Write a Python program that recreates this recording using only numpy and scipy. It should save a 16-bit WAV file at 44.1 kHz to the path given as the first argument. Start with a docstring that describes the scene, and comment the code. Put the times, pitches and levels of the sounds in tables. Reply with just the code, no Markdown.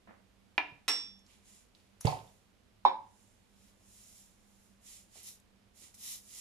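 """Containers are handled in a small hard-walled kitchen: a plastic tub, a glass jar, a sugar shaker and a shelf
sound as damped modes with a contact click, except the shaker, which has modes alone; a popped cap adds neck air.
Sugar slides in the shaker and is shaken out over the food as dense random impacts, coloured by where they land.
Small ticks and an early scuff join in; echoes and a decaying noise tail make the room.
Behind it all a refrigerator hums as narrow noise bands in broad room air."""
import sys
import numpy as np
from scipy import signal
from scipy.fft import rfft, irfft, next_fast_len
from scipy.io import wavfile

SR = 44100
rng = np.random.default_rng(int(sys.argv[2]) if len(sys.argv) > 2 else 0)


def digitize_waveform(pressure):
    """Quantize a signal to 16-bit integers and store it at the path in sys.argv[1].

    Rows of a 2-D input are taken as channels; values are limited to [-1, 1].
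    """
    field = np.atleast_2d(pressure).T
    bounded = np.clip(field, -1, 1)
    quanta = np.round(bounded * 32767).astype(np.int16)
    wavfile.write(sys.argv[1], SR, quanta)


N = 282548
TIME = np.arange(N) / SR
SIDES = np.array([[.5], [-.5]])   # times a left-minus-right difference: the share of each channel

# Blow on the jar: start_s, strength_db, left_minus_right_db, left_lag_ms
JAR_BLOWS = [(0.8803, -18.5, -2.5, -0.029)]


def tub():
    """Modal impact: a knocked plastic tub has few, heavily damped modes under a contact click."""
    # Knocks: start_s, strength_db, left_minus_right_db, left_lag_ms
    tub_blows = [(.5797, -18.5, -4, -.02)]
    # Modes of the tub: pitch_hz, level_db, t60_s
    tub_modes = [(289, -34.5, 0.1), (605, -30, 0.026), (2360, -26, 0.011)]
    # Spectrum of the contact click: frequency_hz, relative_db (per Hz)
    tub_click = [(120, -41.5), (200, -35.5), (310, -12), (520, -27.5), (750, -5), (1020, -5.5), (1360, -12),
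                 (1900, -9.5), (2420, 2), (3010, -14.5), (4500, -23), (6200, -34), (8000, -52),
                 (10600, -41), (15000, -68)]
    knock = ringing(tub_modes, contact_s=0.00034)
    knock += crack(tub_click, db=5.0, rattle_db=-19.0, t60=0.033)
    return no_bass(place(tub_blows, knock), hz=224.4)


def jar():
    """Modal impact: the glass body rings briefly after a very short, bright contact."""
    # Modes of the jar body: pitch_hz, level_db, t60_s
    body_modes = [(286, -28, 0.091), (408, -25, 0.052), (2760, -32, 0.021), (3940, -12, 0.028)]
    # Spectrum of the contact click: frequency_hz, relative_db (per Hz)
    jar_click = [(120, -30), (200, -33), (600, -13), (1100, -4.5), (2000, -3), (2750, 0.5), (3700, -3),
                 (5100, -11.5), (7500, -9.5), (9000, -12), (13000, -17), (15500, -71)]
    knock = ringing(body_modes, contact_s=0.000076)
    knock += crack(jar_click, db=3.5, rattle_db=-17.0, t60=0.065)
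    return no_bass(place(JAR_BLOWS, knock), hz=224.4)


def glass_ring():
    """Energy storage: the thin jar wall sings on; the room stores each tone, so it holds and then falls."""
    # Wall modes: pitch_hz, level_db, t60_s, left_minus_right_db,
    # lobe_sign (1 or -1: same or opposite lobe faces each side)
    wall_modes = [(3461, -40.5, .4, -2, -1), (4226, -50, .3, -3, 1), (5454, -28.5, .33, -6, 1),
                  (6342, -48, .3, -1, -1), (8005, -42, .25, -4, -1), (9900, -54, .18, 3, 1),
                  (10350, -53, .19, 0, -1), (11410, -60, .14, 0, 1), (12760, -52, .09, 0, 1)]
    start_s, _, _, lag_ms = JAR_BLOWS[0]
    t = np.maximum(TIME - start_s - SIDES * lag_ms / 1000, 0)
    stored = (1 + 25 * t) * (1 - np.exp(-t / .003))
    rings = 0
    for hz, db, t60, pan_db, lobe in wall_modes:
        gain = from_db(db + pan_db * SIDES - 60 * t / t60)
        rings = rings + gain * [[1], [lobe]] * np.sin(2 * np.pi * hz * t)
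    return stored * rings


def cap_pop():
    """Cavity resonance: the cap springs free with its own modes while the air in the neck swells and dies."""
    # Pops: start_s, strength_db, left_minus_right_db, left_lag_ms
    pops = [(2.8503, -8.5, -5.5, 0.13)]
    # Modes of the cap: pitch_hz, level_db, t60_s
    cap_modes = [(283.8, -27.5, .06), (374, -31.5, 0.14), (540.6, -18.5, 0.052), (876, -6.5, .13),
                 (1037, -19, 0.07), (1065, -16.5, .13), (1350, -34.5, .03)]
    # Spectrum of the release click: frequency_hz, relative_db (per Hz)
    cap_click = [(880, -33.5), (1500, -1.5), (2000, -6.5), (2400, 0.5), (2800, -12.5), (3300, -1.5),
                 (3800, 4), (4500, -14.5), (5200, -13), (6000, -27.5), (12000, -46.5), (16000, -71.5)]
    neck_hz, neck_width_hz = 946, 320
    pop = ringing(cap_modes, contact_s=0.001521) + swell(neck_hz, neck_width_hz, order=3)
    pop += crack(cap_click, db=-20.5, rattle_db=-10, t60=.2)
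    return no_bass(place(pops, pop), hz=224.4)


def shaker():
    """Modal impact: a longer contact leaves only the modes of the bumped shaker, without a click."""
    # Bumps: start_s, strength_db, left_minus_right_db, left_lag_ms
    shaker_blows = [(2.071, -21, 6, 0.12), (2.076, -21.5, -12, .2), (2.1245, -26.5, -13.5, .2),
                    (2.168, -38, -13, .2)]
    # Modes of the shaker: pitch_hz, level_db, t60_s
    shaker_modes = [(522, -10, 0.033), (755.3, -8, 0.081), (881, -1.5, 0.052), (923, -16, 0.086),
                    (1020, -31, 0.067), (1060, -23, 0.21)]
    return no_bass(place(shaker_blows, ringing(shaker_modes, contact_s=0.00097)), hz=224.4)


def shelf():
    """Modal impact: a large body has low modes, so bumps on the shelf thud and rattle."""
    # Bumps: start_s, strength_db, left_minus_right_db, left_lag_ms
    shelf_bumps = [(.72, -50, -3.5, .1), (2.0492, -16.5, -8.5, 0.25)]
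    # Modes of the shelf: pitch_hz, level_db, t60_s
    shelf_modes = [(118, -0.5, 0.12), (145, -8.5, 0.24), (214, -3, 0.019), (431.4, -7, 0.044),
                   (570, -24.5, 0.13)]
    # Spectrum of the contact click: frequency_hz, relative_db (per Hz)
    shelf_click = [(100, -19.5), (300, -5), (700, 0.5), (1100, -9), (1500, -15.5), (2700, -11.5),
                   (4000, -27.5), (8000, -51)]
    thud = ringing(shelf_modes, contact_s=0.0012)
    thud += crack(shelf_click, db=-16, rattle_db=-15, t60=0.43)
    return -no_bass(place(shelf_bumps, thud), hz=45.2)


def sugar():
    """Granular flow: crystals ring the shaker inside, click brightly in the open and tap the walls lower."""
    # Slides and tosses: full_strength_s, level_db, rise_s and fall_s (over 20 dB), hold_s,
    # wall_taps_relative_db, left_minus_right_db, share_outside (0-1)
    slides = [(1.313, -69, .07, 0.14, .003, -0.5, -4.5, .15),
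              (1.49, -63, 0.063, 0.14, 0.064, -10.5, -2.7, .02),
              (1.752, -75.5, .01, 0.28, .003, -3, 0.5, 0.45),
              (2.009, -60, 0.0072, 0.062, .003, -6, 1.5, 0.37),
              (2.059, -50.5, 0.018, .12, 0.0099, 0.5, -1, 0.35),
              (2.24, -69.5, 0.21, 0.26, 0.019, -13, -2, .4), (3.2, -71, .2, 0.28, 0.02, -27.5, -5, 0.023),
              (3.66, -69, 0.2, 0.087, 0.014, -9, -2, 0.35), (4.0, -60, 0.24, .18, 0.17, -15.5, -3, 0.25),
              (4.64, -71, 0.53, 0.15, .02, -21, -3, .4),
              (4.885, -54.5, 0.069, 0.14, 0.05, -12.5, -3.5, .15),
              (5.18, -55.5, 0.078, 0.085, 0.019, -9.5, -5, .2),
              (5.24, -58.5, .01, .05, 0.002, -19.5, -1, 0.77),
              (5.28, -48, 0.034, 0.045, .003, -16, -1.5, 0.66),
              (5.33, -60, .05, 0.071, .003, -18, -1, 0.67), (5.78, -61.5, 0.044, 0.069, .02, -15, -7, 0.32),
              (5.84, -58, 0.046, .1, .003, -8.5, -4.5, 0.11), (5.944, -57, .004, 0.02, .003, -25, -1, .7),
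              (6.07, -44, 0.1, 0.089, 0.054, -15, -1, 0.77), (6.39, -49, 0.17, .1, .03, -14.5, -3.5, 0.34)]
    # Spectra of grains inside, in the open and on the walls: frequency_hz, relative_db (per Hz)
    inside_colour = [(2350, -35), (4000, -13.5), (4330, -15), (5430, -6), (6370, -5), (7250, 2.5),
                     (8120, -7.5), (9570, -1.5), (14300, -20.5), (15200, -21.5), (15500, -31)]
    outside_colour = [(2350, -30.5), (4000, -5), (4560, -14), (5370, -2), (7210, -4), (8260, -7.5),
                      (11100, -1), (14600, -12), (15500, -18)]
    wall_colour = [(470, -48), (800, -15.5), (1230, -10.5), (1630, -21), (1920, -3.5), (3080, -2.5),
                   (5000, -10.5), (6500, -29.5), (11000, -120)]
    near = .25   # power share that both sides hear alike
    right_lag = 2   # samples by which the right side hears the shared grains later
    wall_flank = 1.16   # wall taps come and go this many times faster in dB than the hiss

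    shared, left, right = (grains(9000, spread_db=3.0) for _ in range(3))
    common = np.array([shared, np.roll(shared, right_lag)])
    pair = np.sqrt(near) * common + np.sqrt(1 - near) * np.array([left, right])
    inside = coloured(pair, inside_colour)
    outside = coloured(pair, outside_colour)
    walls = coloured(pair, wall_colour)
    out = 0
    for s, db, rise_s, fall_s, hold_s, wall_db, pan_db, share in slides:
        flow = swelling(s, 0, rise_s, fall_s, hold_s, roundness=1.7)
        hiss = flow * ((1 - share) * inside + share * outside)
        taps = from_db(wall_db) * flow ** wall_flank * walls
        out = out + from_db(db + pan_db * SIDES) * (hiss + taps)
    return out


def ticks():
    """Heavy damping: taps of lids and fingers are short resonances that chatter for a few milliseconds."""
    # Ticks: start_s, strength_db, left_minus_right_db, pitch_hz, width_hz
    small_taps = [(1.192, -61, -7, 6600, 1500), (1.265, -52, -5, 5850, 4100), (1.457, -53, -3, 6000, 5000),
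                  (1.75, -51, -11, 4050, 1490), (1.8, -58, -3, 4000, 2500), (1.193, -73, 4, 11000, 1480),
                  (2.009, -43, 15, 10800, 3000), (2.01, -49, -7.5, 1270, 910),
                  (2.011, -36.5, -3, 6650, 2970), (2.055, -31.5, -12, 6650, 5040),
                  (2.055, -40.5, -4, 2730, 400), (2.071, -28, -11.5, 4300, 1530),
                  (2.115, -40, -1, 4630, 1500), (2.19, -45.5, -5, 3770, 2050), (2.277, -59, -14, 3603, 400),
                  (5.157, -54, -2, 704, 502), (5.17, -60, -4, 392.7, 300), (5.819, -60, 0, 350, 300),
                  (5.232, -46, 2, 11100, 4000), (5.4, -54.5, 9, 9100, 8000), (5.943, -45, -1, 6220, 6000),
                  (5.98, -52, -2, 8000, 6000)]
    out, t = 0, TIME[:400]
    for s, db, pan_db, hz, width_hz in small_taps:
        chatter_gain = from_db(-17.5 - 60 * t / 0.013) * hz / SR * 10
        touches = rng.standard_normal(len(t)) * chatter_gain
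        touches[0] = 1
        tick = np.convolve(swell(hz, width_hz, order=1)[:2000], touches)
        out = out + place([(s, db, pan_db, 0)], tick)
    return no_bass(out, hz=150)


def drag():
    """Friction as dense small impacts: a dull scuff catches at once and fades."""
    # Spectrum of the scuff: frequency_hz, relative_db (per Hz)
    drag_colour = [(120, -35), (200, 2), (362, -9), (612, -2), (790, -7), (1900, -11), (5000, -40),
                   (6500, -70.5), (11000, -120)]
    rub = np.array([grains(3000, spread_db=0.0), grains(3000, spread_db=3.0)])
    gain = swelling(s=0.074, db=-56, rise_s=.005, fall_s=.12, hold_s=0.039, roundness=0.86)
    return gain * from_db(-3.5 * SIDES) * coloured(rub, drag_colour)


def kitchen(x):
    """Reverberation: a few dull mirror echoes, then a dense tail that dies band by band."""
    # First echoes: delay_s, left_db, right_db
    first_echoes = [(.0037, -7, -29.5), (.0047, -27.5, -6.5), (.0095, -18, -26), (.011, -13.5, -18.5),
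                    (0.021, -11.5, -13)]
    # Decay time of the tail: frequency_hz, t60_s
    decay = [(100, 0.48), (500, 0.37), (2000, 0.35), (5000, 0.38), (12000, .22)]
    # Likeness of the two channels of the tail: frequency_hz, likeness (-1 to 1)
    tail_likeness = [(100, .9), (400, .6), (1200, .2), (4000, 0.31)]
    # Tone of the tail: frequency_hz, relative_db
    tail_colour = [(60, -6), (150, -5), (400, 1.5), (1000, 0), (2500, -2), (5000, -4), (12000, -1.5)]
    t = TIME[:round(.7 * SR)]
    white = stereo(*rng.standard_normal((2, len(t))), tail_likeness)
    edges_hz = 22 * 2 ** np.arange(0, 9.7, .4)
    tail = 0
    for low, high in zip(edges_hz, edges_hz[1:]):
        band = signal.sosfilt(signal.butter(2, [low, high], "band", fs=SR, output="sos"), white)
        hz = np.sqrt(low * high)
        tail = tail + band * from_db(-24 + at_hz(tail_colour, hz) - 60 * t / at_hz(decay, hz))
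    near_walls = 1 + 1.5 * np.exp(-t / 0.0098)   # the counter and cupboards crowd the start

    echoes = np.zeros((2, len(t)))
    for delay_s, left_db, right_db in first_echoes:
        echoes[:, round(delay_s * SR)] = from_db([left_db, right_db])
    # rough surfaces mirror only the lows
    echoes = signal.sosfilt(signal.butter(2, 1500, fs=SR, output="sos"), echoes)
    response = echoes + tail * near_walls * np.clip(t / 0.0015, 0, 1)
    mono = x.mean(axis=0, keepdims=True)
    return signal.fftconvolve(mono, response, axes=1)[:, :N] * from_db(-3 * SIDES)


def room_air():
    """Filtered noise: steady broad air, and a refrigerator hum that wavers because its bands are narrow."""
    # Spectrum of the air: frequency_hz, relative_db (per Hz)
    air_colour = [(13, -30), (22, 2), (38, -2), (87, -4), (143, -14), (200, -3), (286, -13), (496, -14),
                  (1200, -20), (3060, -22), (7390, -30), (8490, -31.5), (10900, -33), (14700, -42),
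                  (16000, -49)]
    # Likeness of the two channels: frequency_hz, likeness (-1 to 1)
    air_likeness = [(30, 0.96), (150, 0.2), (400, 0.22), (1000, 0.1), (5000, 0.13), (15000, 0.5)]
    # Hum bands: centre_hz, width_hz, level_db (before the tilt and bass cut below)
    hum = [(51, 8, -78.5), (102.5, 10, -77.5), (196, 3.14, -74.5), (286, 8, -90.5)]
    white = rng.standard_normal((4, N))
    air = from_db(-68) * coloured(stereo(white[0], white[1], air_likeness), air_colour)
    hum_noise = white[2] + 0.58 * white[3] * SIDES
    for hz, width_hz, db in hum:
        edges = [hz - width_hz / 2, hz + width_hz / 2]
        band = signal.butter(1, edges, "band", fs=SR, output="sos")
        air += from_db(db) * rms_one(signal.sosfilt(band, hum_noise))
    return from_db(-4 * SIDES) * no_bass(air, hz=32.6)


def ringing(modes, contact_s):
    """Modal synthesis: the dying sines of one struck body grow while the contact lasts."""
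    t = TIME[:SR]
    rings = sum(from_db(db - 60 * t / t60) * np.sin(2 * np.pi * hz * t) for hz, db, t60 in modes)
    return rings * (1 - np.exp(-t / contact_s)) ** 2


def swell(hz, width_hz, order):
    """Cascaded resonance: it swells, sooner at low order, and dies; envelope height 1."""
    rise = np.pi * width_hz * TIME[:SR] / order
    return (rise * np.exp(1 - rise)) ** order * np.sin(2 * np.pi * hz * TIME[:SR])


def crack(spectrum, db, rattle_db, t60):
    """Minimum phase: a click and its rattle are coloured so that nothing precedes contact; db is the peak."""
    t = TIME[:SR]
    hz = np.maximum(np.arange(SR // 2 + 1), 1)
    cepstrum = irfft(np.log(from_db(at_hz(spectrum, hz))), SR)
    # folding the cepstrum onto positive time makes the filter causal
    cepstrum[1:SR // 2] *= 2
    cepstrum[SR // 2 + 1:] = 0
    touches = rng.standard_normal(SR) * from_db(rattle_db - 60 * t / t60)
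    touches[0] = -1
    sound = irfft(rfft(touches) * np.exp(rfft(cepstrum)), SR)
    return from_db(db) * sound / np.abs(sound).max()


def grains(per_s, spread_db):
    """Shot noise: dense random impacts of uneven size and either sign; rms 1."""
    sizes = from_db(spread_db * np.minimum(rng.exponential(1, N), 4)) * rng.choice([-1, 1], N)
    return rms_one(sizes * (rng.random(N) < per_s / SR))


def swelling(s, db, rise_s, fall_s, hold_s, roundness):
    """Envelope: gain climbs 20 dB in the rise, holds, and drops 20 dB in the fall."""
    before = (s - TIME) / rise_s
    after = (TIME - s - hold_s) / fall_s
    away = np.maximum(np.maximum(before, after), 0)
    # roundness 1: dB moves evenly; more: a rounder top with steeper flanks
    return from_db(db - 20 * away ** roundness)


def place(blows, sound):
    """Stereo localisation: one copy of a short sound for each blow, panned in level and arrival time."""
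    out = np.zeros((2, N))
    for s, db, pan_db, lag_ms in blows:
        for side, sign in enumerate((.5, -.5)):
            at = round((s + sign * lag_ms / 1000) * SR)
            out[side, at:at + len(sound)] += from_db(db + pan_db * sign) * sound[:N - at]
    return out


def stereo(mid, side, likeness):
    """Coherence: mix two unrelated signals so that the channels are alike as given at each frequency."""
    size = next_fast_len(len(mid))
    hz = np.maximum(np.arange(size // 2 + 1) * SR / size, 1)
    alike = at_hz(likeness, hz)
    pair = np.sqrt(1 + alike) * rfft(mid, size) + 2 * SIDES * np.sqrt(1 - alike) * rfft(side, size)
    return irfft(pair, size)[:, :len(mid)] / np.sqrt(2)


def coloured(x, spectrum):
    """Spectral shaping: give noise a spectrum; rms 1."""
    size = next_fast_len(x.shape[-1])
    hz = np.maximum(np.arange(size // 2 + 1) * SR / size, 1)
    shaped = irfft(rfft(x, size) * from_db(at_hz(spectrum, hz)), size)
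    return rms_one(shaped[..., :x.shape[-1]])


def no_bass(x, hz):
    """Radiation efficiency: small bodies radiate little below their lowest mode."""
    return signal.sosfilt(signal.butter(2, hz, "high", fs=SR, output="sos"), x)


def at_hz(points, hz):
    """Interpolation: read a table on a log-frequency axis."""
    table = np.array(points)
    return np.interp(np.log(hz), np.log(table[:, 0]), table[:, 1])


def rms_one(x):
    """Normalisation: scale to rms 1."""
    return x / np.sqrt(np.mean(x ** 2) + 1e-20)


def from_db(db):
    """Logarithmic level: decibels to gain."""
    return 10 ** (np.asarray(db) / 20)


def scene():
    """Superposition: direct sounds, their shared room sound and the background add up."""
    # the gain beside each source is its send to the room (dB): more makes it sound farther away
    sends = [(tub(), -2), (jar(), 5), (cap_pop(), -2.5), (shaker(), -5.5),
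             (shelf(), -6.5), (ticks(), -1), (sugar(), -7)]
    direct = sum(sound for sound, _ in sends)
    room = kitchen(sum(from_db(send_db) * sound for sound, send_db in sends))
    return direct + room + glass_ring() + drag() + room_air()


def record(dry):
    """Band limiting: a steep low-pass cuts the top."""
    return signal.sosfilt(signal.cheby2(22, 45, 15500, fs=SR, output="sos"), dry)


dry = scene()
out = record(dry)
digitize_waveform(out)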